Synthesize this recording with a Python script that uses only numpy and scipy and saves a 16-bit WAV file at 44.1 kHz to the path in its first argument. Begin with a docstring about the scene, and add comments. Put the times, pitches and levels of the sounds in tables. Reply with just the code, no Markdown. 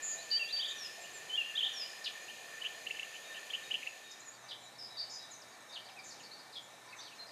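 """Small birds around a muddy pond

Birds call from far off at two spots, one fading into the other at about four seconds.
Each note is a gliding whistle, pure or rasping, that banks and trees scatter into a short tail.
Under them lie a soft rush of distant air, a steady ringing hiss and, at the second spot, a low hum."""
import sys
import numpy as np
from scipy import signal
from scipy.fft import rfft, irfft
from scipy.io import wavfile
from scipy.ndimage import map_coordinates

SR = 44100
rng = np.random.default_rng(int(sys.argv[2]) if len(sys.argv) > 2 else 0)


def transcribe(signal):
    """Save signal, clipped to [-1, 1], as a 16-bit WAV file at the path in sys.argv[1]."""
    frames = np.atleast_2d(signal).T
    limited = np.clip(frames, -1, 1)
    pcm = np.round(limited * 32767).astype(np.int16)
    wavfile.write(sys.argv[1], SR, pcm)


N = 322371
TIME = np.arange(N) / SR
FREQ = np.maximum(np.arange(N // 2 + 1) * SR / N, 1)
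FADE_START_S, FADE_END_S = 3.78, 4.48  # the first spot gives way to the second

# Tone colour of the background noise at each spot: f/Hz, level/dB (per Hz)
FIRST_NOISE = [(25, -128.9), (45, -124.4), (80, -104.4), (130, -97), (280, -95), (450, -88.5), (720, -86.5),
               (1300, -92.5), (2100, -91), (3000, -89.5), (5400, -94), (9500, -100.9), (13000, -104.5),
               (15000, -113.7)]
SECOND_NOISE = [(25, -125.1), (45, -121.9), (80, -106.7), (130, -97), (280, -93.5), (450, -92.5),
                (720, -87.5), (1300, -92.5), (2100, -94.5), (3000, -100.6), (5400, -100.2), (9500, -106.6),
                (13000, -111.7), (15000, -119.6)]
# Narrow peaks and dips in the steady ringing hiss: f/Hz, width/Hz, gain/dB
FIRST_PEAKS = [(920, 36, -6.5), (1791, 60, 17), (2432, 82, 9), (2630, 10, 8), (4210, 20, 8),
               (5240, 79, 1.5), (5450, 124, -10.5), (6260, 74, 8), (6770, 100, 14), (7100, 39, 14),
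               (7110, 250, -3.5)]
SECOND_PEAKS = [(1795, 34, 9), (2314, 26, 10.5), (3810, 220, 9), (4730, 180, -4), (6190, 42, 7.5),
                (6800, 120, 4.5), (8100, 67, 10), (8000, 110, 0)]
# How wide the background sounds: f/Hz, level/dB (sides against centre)
FIRST_WIDTH = [(70, -19), (300, -18.5), (1000, -16), (1800, -45), (3000, -42), (4500, -30), (6800, -23),
               (8500, -9.5), (10000, -0.5), (14000, -2)]
SECOND_WIDTH = [(70, -16.5), (300, -18), (1000, -28), (3000, -37), (5000, -21), (7000, -22), (8500, -10),
                (10000, -1.5), (14000, -1)]
# Loudness of the hum: t/s, level/dB
HUM_LEVEL = [(4.3, -77), (4.8, -74.5), (5.6, -79.5), (7.3, -80)]

# Bird levels come before echoes and group gains. Rise, fall and glide are shares of the pitch.
# Faint low hoots: t/s, length/s, f/Hz, level/dB
HOOTS = [(0.143, 0.11, 667, -59.5), (0.974, 0.064, 680, -55), (1.638, 0.051, 786, -59.5),
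         (5.869, 0.122, 765, -68), (6.833, 0.18, 1000, -68)]
# Quick downward flicks: t/s, length/s, f/Hz, level/dB, fall
FLICKS = [(4.107, 0.018, 6100, -56, 0.45), (4.196, 0.015, 7100, -58, 0.14), (5.304, 0.044, 6640, -57, 0.21),
          (5.414, 0.013, 5280, -60.5, 0.32), (5.884, 0.021, 3030, -61.5, .55),
          (6.196, 0.016, 2870, -62, 0.21), (6.924, 0.0184, 2380, -57.5, 0.22),
          (7.067, 0.025, 3230, -64, 0.24), (7.11, 0.028, 2726, -62.5, 0.11)]
# Notes that slide down: t/s, length/s, f/Hz, level/dB
FALLING_NOTES = [(0.114, 0.023, 4820, -56), (0.747, 0.13, 5560, -47), (1.718, 0.13, 5390, -43.5),
                 (4.243, 0.058, 6960, -59.5), (4.305, 0.023, 7400, -65), (4.413, 0.038, 6280, -68),
                 (4.73, 0.04, 4560, -71), (5.475, 0.041, 6680, -69.5), (5.572, 0.046, 6650, -73),
                 (5.676, 0.064, 6570, -71), (5.961, 0.04, 2450, -59), (6.615, 0.032, 7110, -67)]
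# Rasping buzzes: t/s, length/s, f/Hz, level/dB, rasp/Hz
BUZZES = [(0.019, 0.14, 6920, -41, 238), (0.3, 0.037, 4250, -47, 222), (0.679, 0.047, 6800, -54, 400),
          (1.003, 0.058, 7300, -55.5, 50), (1.132, 0.061, 7300, -53, 60), (4.596, 0.073, 7170, -68, 90),
          (4.613, 0.081, 3970, -64.5, 90), (4.781, 0.089, 5060, -55, 169), (4.897, 0.13, 3810, -59.5, 101),
          (4.977, 0.058, 4600, -50.5, 370), (5.091, 0.11, 5050, -54.5, 136), (5.098, 0.071, 6550, -59, 468),
          (5.193, 0.075, 3800, -58.5, 75.6), (5.852, 0.033, 4460, -63.5, 260),
          (5.989, 0.016, 4730, -59, 130), (6.036, 0.068, 6690, -58.5, 463),
          (6.099, 0.075, 5680, -67.5, 480), (6.105, 0.027, 4730, -57.5, 400), (6.19, 0.038, 6730, -66, 200),
          (6.228, 0.04, 4450, -60, 220), (6.388, 0.021, 4700, -61, 150), (6.96, 0.04, 7000, -70, 650),
          (6.964, 0.048, 6000, -62, 200), (6.985, 0.06, 5040, -66, 650), (7.012, 0.062, 4200, -59, 405),
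          (7.26, 0.057, 4680, -65, 280)]
# Two-note calls: t/s, first f/Hz, first level/dB, second f/Hz, second level/dB
NOTE_PAIRS = [(0.312, 2950, -47.5, 2755, -38), (1.294, 3026, -39, 2828, -33)]
# Notes that slide up: t/s, length/s, f/Hz, level/dB, rise
RISING_NOTES = [(0.17, 0.064, 4120, -56, 0.22), (0.476, 0.048, 3700, -48.5, 0.32),
                (0.837, 0.028, 2820, -54, 0.18), (1.034, 0.028, 2820, -54.5, 0.11),
                (1.798, 0.079, 2830, -56, .2), (2.277, 0.027, 2810, -50.5, 0.24),
                (4.204, 0.0316, 4030, -65, 0.13), (6.309, 0.041, 4380, -52.5, 0.094),
                (6.986, 0.022, 3620, -54, 0.14), (7.003, 0.018, 4450, -55, 0.084)]
# Held whistles: t/s, length/s, f/Hz, level/dB, fade-in/s
HELD_NOTES = [(0.313, 0.079, 4660, -33.5, 0.0025), (0.525, 0.096, 4660, -37.5, .003),
              (3.232, 0.15, 3740, -60.5, .02), (3.627, 0.093, 3760, -59.5, .015),
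              (4.037, 0.15, 3740, -60.5, .02), (4.966, 0.094, 4670, -45.5, 0.017),
              (5.692, 0.037, 3700, -57.5, .012), (7.182, 0.081, 4170, -51, 0.023)]
# Two twittering runs of one bird: t/s, length/s, f/Hz, level/dB, glide, rasp/Hz
TWITTER = [(0.56, 0.019, 3370, -50, 0.28, 30), (0.59, 0.034, 3380, -42.5, 0.26, 30.3),
           (0.62, 0.016, 3115, -43, -0.11, 40), (0.633, 0.035, 3444, -41.5, 0.142, 110),
           (0.674, 0.047, 3550, -46.5, 0.18, 140), (1.551, 0.02, 3550, -41.5, 0.17, 30),
           (1.572, 0.0278, 3280, -37, 0.178, 30), (1.604, 0.011, 3030, -36.5, -0.12, 40),
           (1.62, 0.034, 3257, -37.5, 0.28, 50), (1.655, 0.027, 3353, -41, 0.13, 190)]
# Harsh chirps: t/s; zigzag length/s, f/Hz, level/dB; body length/s, f/Hz, level/dB, fall, rasp/Hz
CHIRPS = [(2.039, 0.018, 4620, -43.5, .025, 3290, -39.5, 0.15, 395),
          (4.481, 0.026, 4220, -53.5, 0.029, 3440, -45.5, 0.13, 250),
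          (5.718, .038, 4190, -53, 0.025, 3180, -46, 0.15, 170),
          (6.52, 0.035, 4280, -56.5, 0.032, 3463, -46, 0.083, 110)]
# Short chips of one chattering bird: t/s, length/s, f/Hz, level/dB, rasp/Hz
CHIPS = [(2.614, 0.015, 2970, -46, 110), (2.642, 0.03, 2844, -41.5, 302), (2.866, 0.013, 2770, -41.5, 198),
         (2.907, 0.0074, 2720, -38, 150), (2.937, 0.045, 2760, -54, 330), (2.993, 0.0094, 2660, -40.5, 200),
         (3.029, 0.0077, 2760, -43, 200), (3.137, 0.033, 2690, -52, 338), (3.343, 0.042, 2800, -52.5, 328),
         (3.503, 0.0092, 3260, -43.5, 150), (3.533, 0.0238, 2837, -39.5, 280),
         (3.709, 0.013, 2900, -38, 120), (3.739, 0.02, 2873, -37.5, 261), (3.829, 0.0077, 2590, -41.5, 120),
         (3.868, 0.01, 2620, -39, 140)]


def undb(db):
    """Turn decibels into a number to multiply by."""
    return 10 ** (np.asarray(db) / 20)


def contour(points):
    """Join (f/Hz, level/dB) points into a curve, giving each octave equal room."""
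    hz, db = np.transpose(points)
    return np.interp(np.log(FREQ), np.log(hz), db)


def wander(t, rate):
    """A smooth random wobble, about 1 in size, with `rate` new values a second."""
    return map_coordinates(rng.standard_normal(4096), [t * rate], order=2, mode="wrap")


def background_noise(colour, peaks, widths, waver_db, waver_rate):
    """A low, wavering rush and a steady ringing hiss that is wide at the top."""
    db = contour(colour)
    db += sum(gain * np.exp(-.5 * ((FREQ - hz) / width) ** 2) for hz, width, gain in peaks)
    mid, side = rfft(rng.standard_normal((2, N))) * undb(db) * np.sqrt(SR / 2)
    octave = np.floor(np.log2(np.clip(FREQ, 256, 2048)))
    *low, hiss = (irfft(mid * (octave == k), N) for k in np.unique(octave))
    centre = hiss + sum(band * undb(waver_db * wander(TIME, waver_rate)) for band in low)
    return centre + np.array([[1], [-1]]) * irfft(side * undb(contour(widths)), N)


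def hum(pitch_hz=120):
    """A low, slightly unsteady drone, like a far engine."""
    hz = pitch_hz * (1 + 0.021 * wander(TIME, 6.7))
    db = np.interp(TIME, *np.transpose(HUM_LEVEL)) + wander(TIME, 4.22)
    return undb(db) * np.sqrt(2) * np.sin(2 * np.pi * np.cumsum(hz) / SR)


def outdoors(dry, near_db, near_s, far_db, far_s, far_onset_s=0.052):
    """Add quick echoes from reeds and longer ones from trees; they drop 60 dB in near_s and far_s."""
    t = TIME[:SR]
    lowpass = signal.butter(4, 4000, fs=SR, output="sos")

    def scatter(db, tail_s, onset_s):
        noise = rng.standard_normal(SR)
        low = signal.sosfiltfilt(lowpass, noise)
        decay = np.exp(-np.log(1000) * t / tail_s)
        echoes = low * decay + (noise - low) * decay ** (1 / 0.99)  # treble dies a touch sooner
        echoes *= 1 - np.exp(-t / onset_s)
        return undb(db) * signal.fftconvolve(dry, echoes / np.linalg.norm(echoes))[:N]

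    centre = dry + scatter(near_db, near_s, 0.00014) + scatter(far_db, far_s, far_onset_s)
    side = scatter(far_db - 23, far_s, far_onset_s)
    return centre + np.array([[1], [-1]]) * side


def add(track, start, sound):
    """Mix a sound into a track, `start` seconds in."""
    i = int(np.clip(start * SR, 0, N))
    track[i:i + len(sound)] += sound[:N - i]


def sweep(hz, share):
    """Start, middle and end pitch of a straight slide across a share of the centre pitch."""
    return hz * (1 + share * np.array([-.5, 0, .5]))


def whistle(length, pitches, rasp_hz, fade_in=0.21, fade_out=0.075, trill_hz=235,
            jitter=0.73, jitter_rate=600, flutter=0.052, late=1):
    """One note: a pure tone bent through three pitches; a fast, uneven trill makes it rasp."""
    t = np.arange(int(length * SR)) / SR
    progress = t / length  # the fades are shares of this
    bend = progress ** late  # late > 1 holds the bend back
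    first, middle, last = pitches
    glide = 2 * (bend - .5) * ((bend - 1) * first + bend * last) + 4 * bend * (1 - bend) * middle
    trill_cycles = np.cumsum(trill_hz * (1 + 0.138 * wander(t, 130.6))) / SR
    trill = np.sin(2 * np.pi * (trill_cycles + rng.random()))
    shake = 1.41 * np.tanh(trill + jitter * wander(t, jitter_rate))  # tanh limits the swing
    phase = 2 * np.pi * np.cumsum(glide + rasp_hz * shake) / SR
    swell = np.sin(np.pi / 2 * np.clip(np.minimum(progress / fade_in, (1 - progress) / fade_out), 0, 1))
    throb = 1 + flutter * min(rasp_hz / 250, 1) * trill
    tone = swell * throb * np.sin(phase)
    return tone / np.std(tone)


def far_flock(count=56, low_hz=2800, high_hz=7000):
    """Many faint birds at the second spot: husky, mostly falling notes, rich in echoes."""
    track = np.zeros(N)
    for when, pitch, bend, softness, stretch, rasp in rng.random((count, 6)):
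        start = FADE_START_S + when * (N / SR - FADE_START_S)
        hz = low_hz * (high_hz / low_hz) ** pitch
        note = whistle(0.0436 * (.5 + stretch), sweep(hz, 0.145 * (bend - 0.906)), 110 + 200 * rasp)
        add(track, start, undb(-74 - 5 * softness) * note)
    return outdoors(track, near_db=8.5, near_s=0.14, far_db=-9, far_s=0.32)


def hoots():
    """Soft, far-off low notes that waver around one pitch."""
    for start, length, hz, db in HOOTS:
        yield start, undb(db) * whistle(length, (hz, hz, hz), rasp_hz=88, fade_in=0.2, fade_out=0.046)


def flicks():
    """Steep falls, so brief that they sound like ticks."""
    for start, length, hz, db, fall in FLICKS:
        note = whistle(length, sweep(hz, -fall), rasp_hz=120, fade_in=0.23, fade_out=0.019, jitter=0.84)
        yield start, undb(db) * note


def falling_notes(slide_hz_per_s=9200):
    """Clean notes that slide down at one steady rate, loudest towards the end."""
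    for start, length, hz, db in FALLING_NOTES:
        pitches = sweep(hz, -slide_hz_per_s * length / hz)
        yield start, undb(db) * whistle(length, pitches, rasp_hz=29, fade_in=0.93, fade_out=0.13)


def buzzes():
    """Slightly sinking notes, shaken hard by an uneven trill."""
    for start, length, hz, db, rasp_hz in BUZZES:
        yield start, undb(db) * whistle(length, sweep(hz, -0.06), rasp_hz, fade_in=0.14, fade_out=0.086,
                                        trill_hz=219.3, jitter=0.835, flutter=0.2)


def note_pairs(first_s=0.075, gap_s=0.0046, second_s=0.0527):
    """A held note curls up at its end; a lower, louder one follows and curls down."""
    curl = np.array([0, .5, 1])
    for start, first_hz, first_db, second_hz, second_db in NOTE_PAIRS:
        up = whistle(first_s, first_hz * (1 + 0.17 * curl), 16, fade_in=0.22, fade_out=0.1, late=4.14)
        down = whistle(second_s, second_hz * (1 - 0.16 * curl), 16, fade_in=0.13, fade_out=0.44, late=4.8)
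        yield start, undb(first_db) * up
        yield start + first_s + gap_s, undb(second_db) * down


def songbirds():
    """Mixed calls: fairly direct at the first spot, deeper in the trees at the second."""
    first, second = np.zeros((2, N))
    for start, note in [*note_pairs(), *falling_notes(), *flicks(), *buzzes(), *hoots()]:
        add(first if start < FADE_START_S else second, start, note)
    first = outdoors(first, near_db=-4, near_s=0.099, far_db=-6.5, far_s=0.52, far_onset_s=0.033)
    second = outdoors(second, near_db=-1.5, near_s=0.18, far_db=-4, far_s=0.44, far_onset_s=0.028)
    return undb(-1.5) * first + undb(2.5) * second


def rising_notes():
    """Slightly husky notes that slide up, from deep in the reeds."""
    track = np.zeros(N)
    for start, length, hz, db, rise in RISING_NOTES:
        note = whistle(length, sweep(hz, rise), rasp_hz=68, fade_in=0.27, fade_out=0.14, jitter=1)
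        add(track, start, undb(db) * note)
    return undb(-2) * outdoors(track, near_db=-2, near_s=0.06, far_db=-2.5, far_s=0.5, far_onset_s=0.038)


def held_notes():
    """Whistles that start a little high, settle quickly, quiver in loudness and taper away."""
    track = np.zeros(N)
    for start, length, hz, db, fade_in_s in HELD_NOTES:
        note = whistle(length, (1.052 * hz, hz, hz), rasp_hz=41, fade_in=fade_in_s / length,
                       fade_out=0.45, jitter=1.5, jitter_rate=480, late=0.297)
        quiver_db = 1.5 * wander(TIME[:len(note)], 170)
        add(track, start, undb(db + quiver_db) * note)
    return outdoors(track, near_db=-10, near_s=0.15, far_db=-12, far_s=0.45, far_onset_s=0.02)


def twitterer():
    """One bird runs through crisp, mostly rising notes."""
    track = np.zeros(N)
    for start, length, hz, db, glide, rasp_hz in TWITTER:
        note = whistle(length, sweep(hz, glide), rasp_hz, fade_in=0.31, fade_out=0.055, late=1.107)
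        add(track, start, undb(db) * note)
    return undb(1.7) * outdoors(track, near_db=-5, near_s=0.14, far_db=-6, far_s=0.62, far_onset_s=0.035)


def zigzag(length, hz, swing=0.142, drop=0.122, overtone_db=-22):
    """A rough tone that swings up and down twice while it sinks."""
    t = np.arange(int(length * SR)) / SR
    progress = t / length
    roughness = .045 * wander(t, 1400)
    pitch = hz * (1 + drop * (.5 - progress) - swing * np.cos(4 * np.pi * progress) + roughness)
    phase = 2 * np.pi * np.cumsum(pitch) / SR
    swell = np.clip(np.minimum(progress / 0.37, (1 - progress) / 0.087), 0, 1)
    tone = swell * (np.sin(phase) + undb(overtone_db) * np.sin(2 * phase))
    return tone / np.std(tone)


def harsh_chirps(upper_ratio=1.33, upper_db=-14):
    """A zigzag tumbles into a lower, louder note that sinks and hooks up."""
    track = np.zeros(N)
    for start, lead_s, lead_hz, lead_db, body_s, hz, db, fall, rasp_hz in CHIRPS:
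        hook = hz * (1 + fall * np.array([.8, -.25, -.05]))
        body = whistle(body_s, hook, rasp_hz, fade_in=0.057, fade_out=0.08,
                       trill_hz=128.7, jitter=0.86, jitter_rate=1110)
        # the other side of the bird's voice box adds a weaker, higher rasp
        upper = whistle(body_s, sweep(upper_ratio * hz, -fall), rasp_hz=460,
                        trill_hz=150, jitter=0.79, jitter_rate=2100)
        add(track, start, undb(lead_db) * zigzag(lead_s, lead_hz))
        add(track, start + lead_s, undb(db) * (body + undb(upper_db) * upper))
    return outdoors(track, near_db=-3.5, near_s=0.14, far_db=-6.5, far_s=0.3, far_onset_s=0.024)


def chip(length, hz, rasp_hz, lead_s, lead_db=-10, scoop=0.243, rise=0.112, trill_hz=220, edge_s=.003):
    """A soft, steep run-up breaks into a short, loud note; a trill shakes its pitch and loudness."""
    t = np.arange(int((lead_s + length) * SR)) / SR - lead_s  # negative during the run-up
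    trill = np.tanh(np.sin(2 * np.pi * (trill_hz * t + rng.random())) + 0.64 * wander(t + lead_s, 698))
    glide = 1 + rise * (np.clip(t / length, 0, 1) - .5) + scoop * np.minimum(t / lead_s, 0)
    phase = 2 * np.pi * np.cumsum(hz * glide + rasp_hz * trill) / SR
    run_up = undb(lead_db) * np.clip((t + lead_s) / edge_s, 0, 1)
    swell = np.maximum(run_up, np.clip(t / edge_s, 0, 1))
    ending = np.clip((length - t) / edge_s, 0, 1)
    tone = swell * ending * (1 + 0.3 * trill) * np.sin(phase)
    return tone / np.std(tone[t > 0])


def chatterer(lead_s=0.00787):
    """One bird gives rasping chips in loose bursts, each with a faint tail."""
    track = np.zeros(N)
    for start, length, hz, db, rasp_hz in CHIPS:
        add(track, start - lead_s, undb(db) * chip(length, hz, rasp_hz, lead_s))
    return outdoors(track, near_db=-3, near_s=0.059, far_db=-10.5, far_s=0.35, far_onset_s=0.025)


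def scene():
    """Birds in the centre, while one background fades into the other."""
    fade = np.clip((TIME - FADE_START_S) / (FADE_END_S - FADE_START_S), 0, 1)
    first = background_noise(FIRST_NOISE, FIRST_PEAKS, FIRST_WIDTH, waver_db=1.48, waver_rate=8)
    second = background_noise(SECOND_NOISE, SECOND_PEAKS, SECOND_WIDTH, waver_db=1.1, waver_rate=7.6)
    second += hum()
    birds = songbirds() + rising_notes() + held_notes() + twitterer() + harsh_chirps() + chatterer()
    return (1 - fade) * first + fade ** 0.92 * second + birds + far_flock()


def record(dry):
    """Cut the treble steeply above 15200 Hz."""
    return signal.sosfilt(signal.ellip(12, .1, 80, 15200, fs=SR, output="sos"), dry)


dry = scene()
out = record(dry)
transcribe(out)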